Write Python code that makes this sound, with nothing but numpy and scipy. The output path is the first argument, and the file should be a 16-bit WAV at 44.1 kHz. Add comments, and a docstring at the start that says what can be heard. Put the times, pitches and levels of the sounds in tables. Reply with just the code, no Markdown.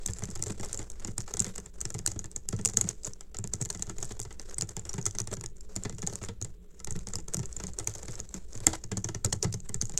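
"""Fast typing, close by

Keycaps tick sharply: short contact forces excite the uneven modes of each cap.
Each stroke also drives the resonances of desk, base plate and hollow case, which thump, knock and clack.
Fingers brush over the caps with stick-slip friction, heard as modulated, coloured noise.
A small room adds a faint decaying tail, over steady room noise and a slow low rumble.
"""
import sys
import numpy as np
from scipy import signal
from scipy.fft import rfft, irfft, next_fast_len
from scipy.io import wavfile
from scipy.ndimage import uniform_filter1d

SR = 44100
rng = np.random.default_rng(int(sys.argv[2]) if len(sys.argv) > 2 else 0)


def unload_audio(sound):
    """Save the sound as a 16-bit wav file, at the path given as the first command line argument."""
    columns = np.transpose(np.atleast_2d(sound))
    # keep every value between -1 and 1, then stretch to whole-number steps
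    steps = np.round(np.clip(columns, -1, 1) * 32767)
    wavfile.write(sys.argv[1], SR, steps.astype(np.int16))


N = 440559  # samples

# Keys struck home or springing back. Each row: start in seconds, level of the cap's click in dB,
# level of the desk's thump in dB, level of the case's clack in dB.
STROKES = [(0.061, -23.0, -45.0, -57), (0.086, -44, -35.0, -48), (0.186, -38.5, -49, -57.0),
           (0.223, -47, -35, -50), (0.286, -64, -39.5, -56), (0.358, -37.0, -44.5, -49.5),
           (0.394, -46, -39.5, -54.5), (0.425, -24, -43, -51), (0.462, -43, -37, -52),
           (0.501, -52, -36.5, -47), (0.598, -41, -37.0, -48.5), (0.632, -43.0, -57.0, -46.0),
           (0.66, -40.5, -49, -58), (0.71, -56, -50, -57.0), (0.745, -33, -46, -60),
           (0.792, -34.5, -42, -49.5), (0.817, -48, -50, -52.5), (0.901, -37, -56, -64),
           (0.998, -47.0, -53, -59), (1.048, -30, -41, -48), (1.081, -51, -35.5, -51.5),
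           (1.181, -25, -36, -49.5), (1.279, -44, -70, -48), (1.339, -27, -43.5, -49.5),
           (1.37, -31, -47, -48.5), (1.402, -17, -33.5, -51.5), (1.466, -39.0, -39.5, -50.5),
           (1.559, -35, -53, -55.5), (1.581, -33.0, -45, -46.5), (1.661, -40.0, -51, -57.5),
           (1.813, -26.5, -48, -53.5), (1.853, -28, -39.5, -47.5), (1.904, -34, -53, -51),
           (1.948, -37.5, -34.5, -48.5), (1.99, -35.0, -42.5, -53), (2.075, -23, -38.5, -46.5),
           (2.117, -34, -44, -56), (2.161, -54.0, -36.5, -57), (2.192, -29.5, -48, -56),
           (2.243, -39.0, -44, -52), (2.362, -26, -47, -55), (2.488, -25, -45, -55.0),
           (2.529, -43, -29, -44.5), (2.591, -59, -33.5, -48.5), (2.657, -17.5, -38.5, -44.5),
           (2.688, -34, -49, -49), (2.736, -39, -41, -56), (2.771, -14, -34, -41),
           (2.812, -17.5, -38, -47.5), (2.842, -41, -33.5, -53), (2.889, -22.5, -43, -52),
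           (3.068, -33.0, -41.5, -55), (3.209, -39.5, -62, -56.0), (3.346, -40.0, -56.0, -49.5),
           (3.387, -31.5, -35, -55), (3.441, -32, -36.5, -50.5), (3.536, -23, -37, -48.5),
           (3.613, -27.0, -31.0, -50.5), (3.656, -33, -49, -53), (3.702, -25.5, -49, -46.5),
           (3.749, -36, -43, -50), (3.795, -41, -43, -55.5), (3.824, -25, -52, -52), (3.875, -58, -41, -59),
           (3.897, -34.5, -43.5, -44.5), (3.984, -37.5, -46.0, -53), (4.027, -27.5, -40.5, -46),
           (4.108, -54, -42, -49), (4.194, -39, -41.5, -50), (4.252, -46, -42.5, -53),
           (4.308, -51, -53, -52), (4.397, -36.5, -53.0, -53), (4.583, -24.5, -42, -53.0),
           (4.621, -24.0, -36, -47.5), (4.691, -37.0, -53, -55.5), (4.767, -31, -38, -47.5),
           (4.853, -40, -45.5, -55), (4.893, -30, -53, -54), (4.94, -35.5, -37.5, -48.5),
           (4.982, -40, -32.5, -44.5), (5.064, -21, -37, -41.5), (5.151, -37.5, -43.5, -51.5),
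           (5.202, -26.0, -36, -50.5), (5.274, -34.5, -42, -52), (5.315, -41.0, -38.0, -53),
           (5.369, -40, -40, -55.5), (5.411, -36.5, -47, -57), (5.439, -36, -44.5, -50.5),
           (5.763, -26.5, -37.0, -48.5), (5.852, -41, -34, -41.5), (5.896, -36.5, -42, -50.5),
           (5.926, -51, -39.5, -59.5), (5.984, -41, -47, -53.0), (6.028, -41.0, -34, -46),
           (6.073, -23.0, -42.5, -45), (6.098, -41.0, -42.5, -55), (6.135, -40, -42, -59),
           (6.217, -54, -38, -51.0), (6.288, -45, -39, -44.5), (6.415, -34.5, -36.0, -55),
           (6.447, -34.5, -43, -54), (6.802, -43.0, -58, -55), (6.873, -37, -43, -47.5),
           (6.908, -30, -38, -53.5), (6.956, -54, -36.0, -51), (7.071, -34.5, -42, -51.5),
           (7.136, -31, -43.0, -49), (7.156, -27.5, -41, -57.5), (7.186, -39.0, -44, -53.5),
           (7.282, -47, -48, -53), (7.344, -23.5, -40, -55), (7.369, -31.5, -33.0, -55),
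           (7.393, -35, -33, -50.5), (7.432, -54, -41, -49.5), (7.565, -30.0, -47, -57),
           (7.601, -39, -50, -46.5), (7.638, -33.5, -39, -49.5), (7.682, -61, -49.0, -54.5),
           (7.798, -33, -41.5, -47), (7.874, -22, -37.5, -46.5), (7.951, -36.5, -47, -63),
           (8.031, -39.5, -50, -58), (8.083, -42.5, -38, -48), (8.193, -44, -45.5, -51),
           (8.342, -31.5, -41.5, -51.0), (8.553, -39.0, -41.0, -61), (8.604, -42, -41.0, -57),
           (8.668, -10, -31.5, -29.5), (8.734, -33, -59, -37.5), (8.839, -36, -43, -56.0),
           (8.917, -33.5, -32.5, -41.5), (8.971, -29.0, -31.5, -47.5), (9.044, -25.5, -34.5, -45),
           (9.088, -39, -36, -41), (9.148, -31, -37.0, -46.0), (9.247, -19.5, -26, -39.5),
           (9.327, -21.0, -32, -41.5), (9.445, -31.5, -26.5, -39), (9.54, -32, -34, -52),
           (9.693, -35.5, -40.5, -51.5), (9.744, -25.5, -36.5, -50.5), (9.822, -30, -34.5, -50.5),
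           (9.896, -36.5, -48.0, -53), (9.939, -51, -42.5, -57.0)]
# How busily the fingers move over the caps. Each row: time in seconds, relative level in dB.
HANDS = [(0.0, -50.5), (0.58, -54.5), (1.05, -56.5), (1.42, -60), (1.67, -53.5), (2.09, -61.5), (2.33, -59),
         (2.45, -66), (2.7, -52), (3.22, -61), (3.39, -72), (3.53, -57), (4.03, -55.5), (4.31, -56),
         (5.09, -56), (5.26, -60), (5.51, -65), (5.67, -56.5), (5.98, -57), (6.12, -72), (6.54, -63.5),
         (6.85, -61.5), (7.01, -56.5), (7.18, -63), (7.84, -46), (8.07, -51), (8.35, -53), (8.85, -65.5),
         (9.82, -61), (9.99, -52)]
# Spectrum of a ringing keycap of middle pitch. Each row: frequency in Hz, relative level in dB.
CAP_SPECTRUM = [(300, -20.5), (1500, -20), (3200, -23), (4500, -14), (5700, -4), (6900, 4.5), (7800, 0.5),
                (9000, -13), (10300, -18), (12000, -22), (13800, -33.5), (16000, -40)]


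def amp(db):
    """Amplitude ratio of a level: 20 dB is a factor of ten."""
    return 10 ** (np.asarray(db) / 20)


def unit(x):
    """Normalise a signal to a root-mean-square of 1."""
    return x / np.sqrt(np.mean(x ** 2) + 1e-20)


def along(points, hz):
    """Interpolate (Hz, value) points on a logarithmic frequency axis."""
    point_hz, value = np.transpose(points)
    return np.interp(np.log(hz + 1), np.log(point_hz + 1), value)


def curve(rows):
    """Interpolate (s, value) rows linearly to one value per sample."""
    return np.interp(np.arange(N) / SR, *np.transpose(rows))


def filtered(x, response):
    """Linear filtering: multiply the spectrum of x by a complex response of frequency."""
    n = x.shape[-1]
    padded = next_fast_len(n + 4096)
    hz = np.fft.rfftfreq(padded, 1 / SR)
    return irfft(rfft(x, padded) * response(hz), padded)[..., :n]


def coloured(x, spectrum):
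    """Spectral shaping: give x a (Hz, dB) colour, then rms 1."""
    return unit(filtered(x, lambda hz: amp(along(spectrum, hz))))


def resonate(force, modes, vary_db, soft):
    """Modal superposition: each row of force rings the (Hz, width, dB) modes at its own strengths."""
    centre, width, db = np.transpose(modes)[:, :, None]
    sign = (-1) ** np.arange(len(modes))  # neighbouring modes move in opposite phase
    strength = sign * amp(db.T + vary_db * rng.standard_normal((len(force), len(modes))))

    def response(hz):
        ring = 1j * hz * width / (centre ** 2 - hz ** 2 + 1j * hz * width)
        # a soft blow spares the treble
        pad = 1 / (1 + 1j * hz / (soft * centre.max())) ** 2
        return strength @ ring * pad

    return filtered(force, response)


def causal(gain):
    """Minimum phase: by folding the cepstrum, a response with these gains rings only after its blow."""
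    cepstrum = irfft(np.log(gain))
    half = cepstrum.shape[-1] // 2
    fold = np.r_[1, np.full(half - 1, 2), 1, np.zeros(half - 1)]
    return np.exp(rfft(cepstrum * fold))


def place(sounds, times, db, window):
    """Energy scaling: lay each row at its time, with the energy of a level db held for window seconds."""
    gain = amp(db) * np.sqrt(window * SR / np.sum(sounds ** 2, axis=1))
    start = np.maximum(np.round(times * SR).astype(int), 0)
    index = start[:, None] + np.arange(sounds.shape[1])
    return np.bincount(index.ravel(), (sounds * gain[:, None]).ravel(), N)[:N]


def background(air_db, rumble_db):
    """Stationary noise: steady coloured room noise, plus low noise whose level drifts as a rumble."""
    # Spectrum of the still room. Each row: frequency in Hz, relative density in dB per Hz.
    air_spectrum = [(20, 8.5), (60, -0.5), (110, -29.5), (180, -6.5), (260, -25), (420, -16), (700, -44),
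                    (1500, -46), (4000, -44), (7000, -90), (10000, -49), (16000, -51)]
    # Spectrum of the rumble. Each row: frequency in Hz, relative density in dB per Hz.
    rumble_spectrum = [(5, 2.5), (14, 7.5), (28, -18), (42, -26.5), (58, -2.5), (75, -19), (130, -61.5),
                       (400, -80)]
    # Slow rise and fall of the rumble. Each row: time in seconds, relative level in dB.
    rumble_level = [(0.0, -40), (3.34, -45), (3.45, -40.5), (6.48, -45), (6.73, -54), (6.87, -36),
                    (8.99, -48), (9.85, -37), (9.99, -40)]
    air = amp(air_db) * coloured(rng.standard_normal(N), air_spectrum)
    rumble = coloured(rng.standard_normal(N), rumble_spectrum)
    return air + amp(curve(rumble_level) + rumble_db) * rumble


def fingers(rub_db, rest_db, spread, grain_db, flutter_db):
    """Stick-slip friction: noise with a rough, fluttering level swells and bursts as skin rubs the caps."""
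    # Brushing swells and short bursts of rubbing or chatter on the caps. Each row: time of the middle
    # in seconds, relative level in dB, nominal length in seconds.
    brushes = [(0.11, -59, 0.029), (0.234, -49, 0.014), (0.498, -45, 0.039), (0.66, -51, 0.077),
               (0.77, -53.5, 0.075), (1.093, -56.5, 0.033), (1.204, -53, 0.017), (1.296, -52, 0.047),
               (1.456, -50, 0.057), (1.518, -56, 0.043), (2.097, -55, 0.029), (2.535, -56, 0.041),
               (2.887, -46.5, 0.028), (3.067, -50, 0.042), (3.612, -46, 0.0092), (3.897, -56, 0.028),
               (4.039, -47.5, 0.036), (4.096, -53.5, 0.066), (4.446, -60.5, 0.041), (4.512, -56, 0.039),
               (5.196, -44, 0.013), (5.328, -42, 0.02), (5.71, -60, 0.027), (6.141, -50, 0.058),
               (6.25, -44.5, 0.021), (6.992, -51.5, 0.02), (7.1, -51.5, 0.029), (7.343, -49, 0.013),
               (7.65, -54, 0.028), (7.795, -48, 0.023), (7.98, -54, 0.04), (8.134, -54, 0.044),
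               (8.361, -52.5, 0.039), (8.545, -53.5, 0.039), (8.64, -54.5, 0.089), (8.74, -42, 0.019),
               (9.435, -33, 0.0062)]
    # Spectrum of skin rubbing on plastic. Each row: frequency in Hz, relative density in dB per Hz.
    skin_spectrum = [(150, -22), (400, 15), (800, 0), (1500, -1), (3000, -9), (4800, -5), (6300, 0),
                     (7600, 3.5), (9200, -10), (12000, -17.5), (14000, -26.5), (16000, -33)]
    t = np.arange(N) / SR
    power = amp(curve(HANDS) + rest_db) ** 2
    for s, db, length in brushes:
        near = slice(max(int((s - 2 * length) * SR), 0), int((s + 2 * length) * SR))
        swell = np.exp(-((t[near] - s) / (spread * length)) ** 2)
        power[near] += amp(db) ** 2 * swell
    # stick and slip roughen the noise; the finger's pressure flutters more slowly
    slips = unit(uniform_filter1d(rng.standard_normal(N), size=40))
    flutter = unit(uniform_filter1d(rng.standard_normal(N), size=500))
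    friction = rng.standard_normal(N) * amp(grain_db * slips + flutter_db * flutter)
    return amp(rub_db) * np.sqrt(power) * coloured(friction, skin_spectrum)


def patchy(x, depth_db):
    """Time-varying filtering: the colour drifts, as a finger moves from cap to cap."""
    frames = signal.stft(x, nperseg=256)[2]
    across_hz = uniform_filter1d(rng.standard_normal(frames.shape), size=14, axis=0)
    drift = unit(uniform_filter1d(across_hz, size=24, axis=1))
    return signal.istft(frames * amp(depth_db * drift), nperseg=256)[1][:N]


def contacts(graze_db, graze_scatter_db):
    """Impact: every contact (strokes, grazes, further clicks) has a time s, dB, pitch Hz and length ms."""
    # Further clicks of the caps, played without a thump or clack.
    # Each row: start in seconds, level in dB.
    clicks = [(0.076, -35), (0.101, -41), (0.135, -32.5), (0.237, -32), (0.303, -39), (0.312, -41),
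              (0.354, -37.0), (0.438, -30.0), (0.467, -37.0), (0.482, -38), (0.648, -36), (0.73, -28),
              (0.775, -31.5), (1.205, -35.5), (1.22, -43.0), (1.395, -23.5), (1.422, -34), (1.445, -30),
              (1.806, -35), (1.943, -34.5), (2.063, -19), (2.315, -42.5), (2.565, -41.5), (2.65, -19),
              (2.675, -26), (2.775, -37), (2.91, -45), (3.034, -42), (3.047, -30.5), (3.051, -30),
              (3.084, -47), (3.135, -39.5), (3.369, -36), (3.475, -37.5), (3.624, -30), (3.651, -33.5),
              (3.827, -33), (4.003, -44.0), (4.053, -38), (4.122, -40.5), (4.201, -30.0), (4.216, -36.5),
              (4.497, -44), (4.544, -36.0), (4.611, -25.5), (4.795, -35.0), (4.932, -36), (5.014, -38),
              (5.027, -40.0), (5.056, -25), (5.067, -30), (5.11, -38), (5.186, -25), (5.217, -35),
              (5.339, -33), (5.461, -32.5), (5.568, -51.5), (5.608, -44), (5.836, -33), (6.02, -33.5),
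              (6.067, -34.0), (6.156, -30.0), (6.23, -40.5), (6.249, -37), (6.425, -29), (6.846, -32.5),
              (6.924, -38.0), (6.991, -42.5), (7.203, -45), (7.337, -30), (7.457, -35.5), (7.528, -38),
              (7.735, -43.0), (7.788, -27.5), (7.896, -40.0), (7.939, -40), (8.11, -41), (8.155, -37.5),
              (8.291, -44.0), (8.532, -42.5), (8.576, -40.5), (8.977, -34), (9.261, -32), (9.427, -21),
              (9.526, -34.5), (9.542, -33), (9.603, -42), (9.814, -21.5), (9.855, -34), (9.921, -42.5),
              (9.976, -19), (9.982, -31)]
    # How the fingers land. Each row: time in seconds, typical length of the contact in ms,
    # typical pitch of the cap in Hz.
    touch = [(0, 0.52, 7260), (2.7, 0.76, 7030), (4.1, 0.89, 7060), (8.7, 0.47, 6970), (8.95, 1.67, 6760),
             (9.499, 2.34, 6640), (9.7, 0.69, 7000)]
    # around each stroke another finger grazes a cap, mostly just afterwards
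    graze_lag_s, graze_spread_s = .014, .014
    # a click that outweighs its clack is higher and longer; no two are alike
    nail_over_case_db, pitch_hz_per_db, log_length_per_db = 15.5, 6.5, .06
    log_length_spread, pitch_spread_hz = .36, 160

    stroke_s, stroke_db, _, case_db = np.transpose(STROKES)
    click_s, click_db = np.transpose(clicks)
    lag_luck, level_luck = rng.standard_normal((len(STROKES), 2)).T
    graze_s = stroke_s + graze_lag_s + graze_spread_s * lag_luck
    graze_level = np.interp(graze_s, *np.transpose(HANDS)) + graze_db + graze_scatter_db * level_luck
    s = np.r_[stroke_s, graze_s, click_s]
    db = np.r_[stroke_db, graze_level, click_db]
    # grazes and further clicks have no clack to compare with
    nail_db = np.pad(stroke_db - case_db - nail_over_case_db, (0, len(s) - len(STROKES)))

    touch_s, touch_ms, touch_hz = np.transpose(touch)
    pitch_luck, length_luck = rng.standard_normal((len(s), 2)).T
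    cap_hz = np.interp(s, touch_s, touch_hz) + pitch_hz_per_db * nail_db + pitch_spread_hz * pitch_luck
    stretch = np.exp(log_length_spread * length_luck + log_length_per_db * nail_db)
    length_ms = np.interp(s, touch_s, touch_ms) * stretch
    return s, db, cap_hz, length_ms


def keycaps(rebound, gap, skid_db, chatter_db, chatter_s, touch_db, touch_s, vary_db, size=2048):
    """Impulse excitation: a light touch, a snap, its rebound and the loose cap's chatter ring each cap."""
    middle_hz = 7000  # pitch at which CAP_SPECTRUM applies unshifted
    s, db, cap_hz, length_ms = contacts(graze_db=9, graze_scatter_db=5.0)
    lead = size // 8  # samples before the snap
    t = (np.arange(size) - lead) / SR
    length = np.maximum(length_ms, .2)[:, None] / 1000
    slack = length / np.median(length)  # a loose cap skids and rebounds more

    skid = amp(skid_db) * slack * (t >= 0) * np.exp(-np.abs(t) / length)
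    before = amp(touch_db) * np.exp(-np.abs(t) / touch_s)
    after = amp(chatter_db) * np.exp(-np.abs(t) / chatter_s)
    loose = np.where(t < 0, before, after)
    grains = rng.standard_normal((len(s), size)) * (rng.random((len(s), size)) < .05)
    force = skid * rng.standard_normal((len(s), size)) + slack * loose * grains
    force[:, lead] += 1  # the snap
    at_rebound = np.round(t * SR) == np.round(gap * length * SR)
    force += np.minimum(rebound * slack ** 2, 1) * at_rebound

    # every cap has its own pitch and its own uneven set of modes
    hz = np.fft.rfftfreq(size, 1 / SR)
    uneven = signal.resample(rng.standard_normal((len(s), 40)), len(hz), axis=1)
    shifted_hz = hz * middle_hz / cap_hz[:, None]
    ring = causal(amp(along(CAP_SPECTRUM, shifted_hz) + vary_db * uneven))
    return place(irfft(rfft(force) * ring), s - lead / SR, db, window=0.0031)


def jiggle(caps, db, ticks_per_s, hold_s):
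    """Sympathetic excitation: the taps shake the neighbouring caps into faint random ticks."""
    fade = np.exp(-1 / (hold_s * SR))
    shake = signal.lfilter([1 - fade], [1, -fade], np.abs(caps))
    ticks = rng.standard_normal(N) * (rng.random(N) < ticks_per_s / SR)
    return amp(db) * shake * coloured(ticks, CAP_SPECTRUM)


def knocks(modes, db, push, rise_s, rattle_s, settle_db, settle_s, delay, vary_db, soft, size=5000):
    """Forced resonance: a push and a short grainy rattle at every stroke ring one part of the keyboard."""
    s = np.transpose(STROKES)[0]
    t = np.arange(size) / SR
    decay = np.exp(-t / rattle_s) + amp(settle_db) * np.exp(-t / settle_s)
    rattle = (1 - np.exp(-t / rise_s)) * decay
    grains = unit(rng.standard_normal((len(s), size)) * (rng.random((len(s), size)) < .2))
    force = grains * rattle / np.linalg.norm(rattle)
    force[:, round(rise_s * SR)] += push
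    return place(resonate(force, modes, vary_db, soft), s + delay - .004, db, window=0.022)


def body():
    """Modal radiation: the desk thumps, the base plate knocks and the hollow case clacks."""
    # Resonances of the desk. Each row: frequency in Hz, width in Hz, relative strength in dB.
    desk_modes = [(101.7, 18.6, 3.5), (128, 61.7, -4), (187.9, 27.7, -3)]
    # Resonances of the base plate. Each row: frequency in Hz, width in Hz, relative strength in dB.
    plate_modes = [(321, 19, 1), (397.4, 59, 0.5), (464.4, 40, -1.5), (550, 540, -18.5)]
    # Resonances of the case. Each row: frequency in Hz, width in Hz, relative strength in dB.
    case_modes = [(715, 460, -4), (819, 133, 6), (885, 267, 0.5), (1006, 80, -1), (1315, 57, -2),
                  (1680, 142, -1.5), (1724, 114, 0.5), (2030, 96, -1), (2320, 284, -10), (2876, 180, -7.5),
                  (3330, 420, -7), (4670, 1200, -6), (7000, 1120, 1.5), (11100, 1300, -18)]
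    _, _, desk_db, case_db = np.transpose(STROKES)
    # the base plate lies between desk and case, so its level follows both
    share_of_desk, plate_offset_db = 0.35, -2.5
    plate_db = case_db + share_of_desk * (desk_db - case_db) + plate_offset_db
    desk = knocks(desk_modes, desk_db, push=1.43, rise_s=0.00306, rattle_s=0.0097, settle_db=-19,
                  settle_s=0.075, delay=0.00298, vary_db=3.5, soft=3.56)
    plate = knocks(plate_modes, plate_db, push=1.25, rise_s=0.001933, rattle_s=0.013, settle_db=-11.5,
                   settle_s=0.017, delay=0.00232, vary_db=4.0, soft=3.9)
    case = knocks(case_modes, case_db, push=0.067, rise_s=0.0045, rattle_s=0.0033, settle_db=-25,
                  settle_s=0.026, delay=0.000997, vary_db=1.8, soft=0.47)
    return desk + plate + case


def room(x, wet_db, bass_db, count=5):
    """Diffuse reverberation: decaying noise tails, taken in turn for each eighth of a second of sound."""
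    # Decay of the room. Each row: frequency in Hz, time to fall by 60 dB in seconds.
    decay_times = [(100, 0.34), (500, 0.12), (2000, 0.049), (7000, 0.17), (14000, 0.17)]
    out = np.zeros(N)
    zone = (np.arange(N) * 8 // SR) % count
    for k in range(count):
        hz, t, frames = signal.stft(rng.standard_normal(SR // 2), SR, nperseg=256)
        decay = amp(-60 * t / along(decay_times, hz)[:, None])
        tail = signal.istft(frames * decay, SR, nperseg=256)[1]
        tail = tail * (1 - np.exp(-np.arange(len(tail)) / SR / 0.0031))  # gradual build-up
        share = uniform_filter1d((zone == k) * 1., size=400)  # soft-edged turns
        out += signal.fftconvolve(x * share, tail / np.linalg.norm(tail))[:N]
    tilt = [(400, bass_db), (5000, 0.062)]  # Hz, dB
    return amp(wet_db) * filtered(out, lambda hz: amp(along(tilt, hz)))


def scene():
    """Superposition: caps, keyboard body and rubbing fingers add up, close by in a small room."""
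    caps = keycaps(rebound=0.17, gap=.9, skid_db=-14, chatter_db=-21.5, chatter_s=0.0025,
                   touch_db=-21, touch_s=0.0021, vary_db=4.0)
    rubbing = fingers(rub_db=3.0, rest_db=-7, spread=0.71, grain_db=2.0, flutter_db=5.5)
    brushing = patchy(rubbing, depth_db=2.0)
    shaken = jiggle(caps, db=-8.0, ticks_per_s=300, hold_s=0.032)
    keyboard = caps + shaken + body() + brushing
    reverberation = room(keyboard, wet_db=-24.5, bass_db=12)
    return (keyboard + reverberation + background(air_db=-47, rumble_db=0.5))[None]


def record(dry):
    """Saturation and band limiting: the recorder clips at full scale, then cuts the treble steeply."""
    top_hz = 16300  # half-power frequency
    clipped = np.clip(dry, -1, 1)
    return filtered(clipped, lambda hz: 1 / np.sqrt(1 + (hz / top_hz) ** 160))


dry = scene()
out = record(dry)
unload_audio(out)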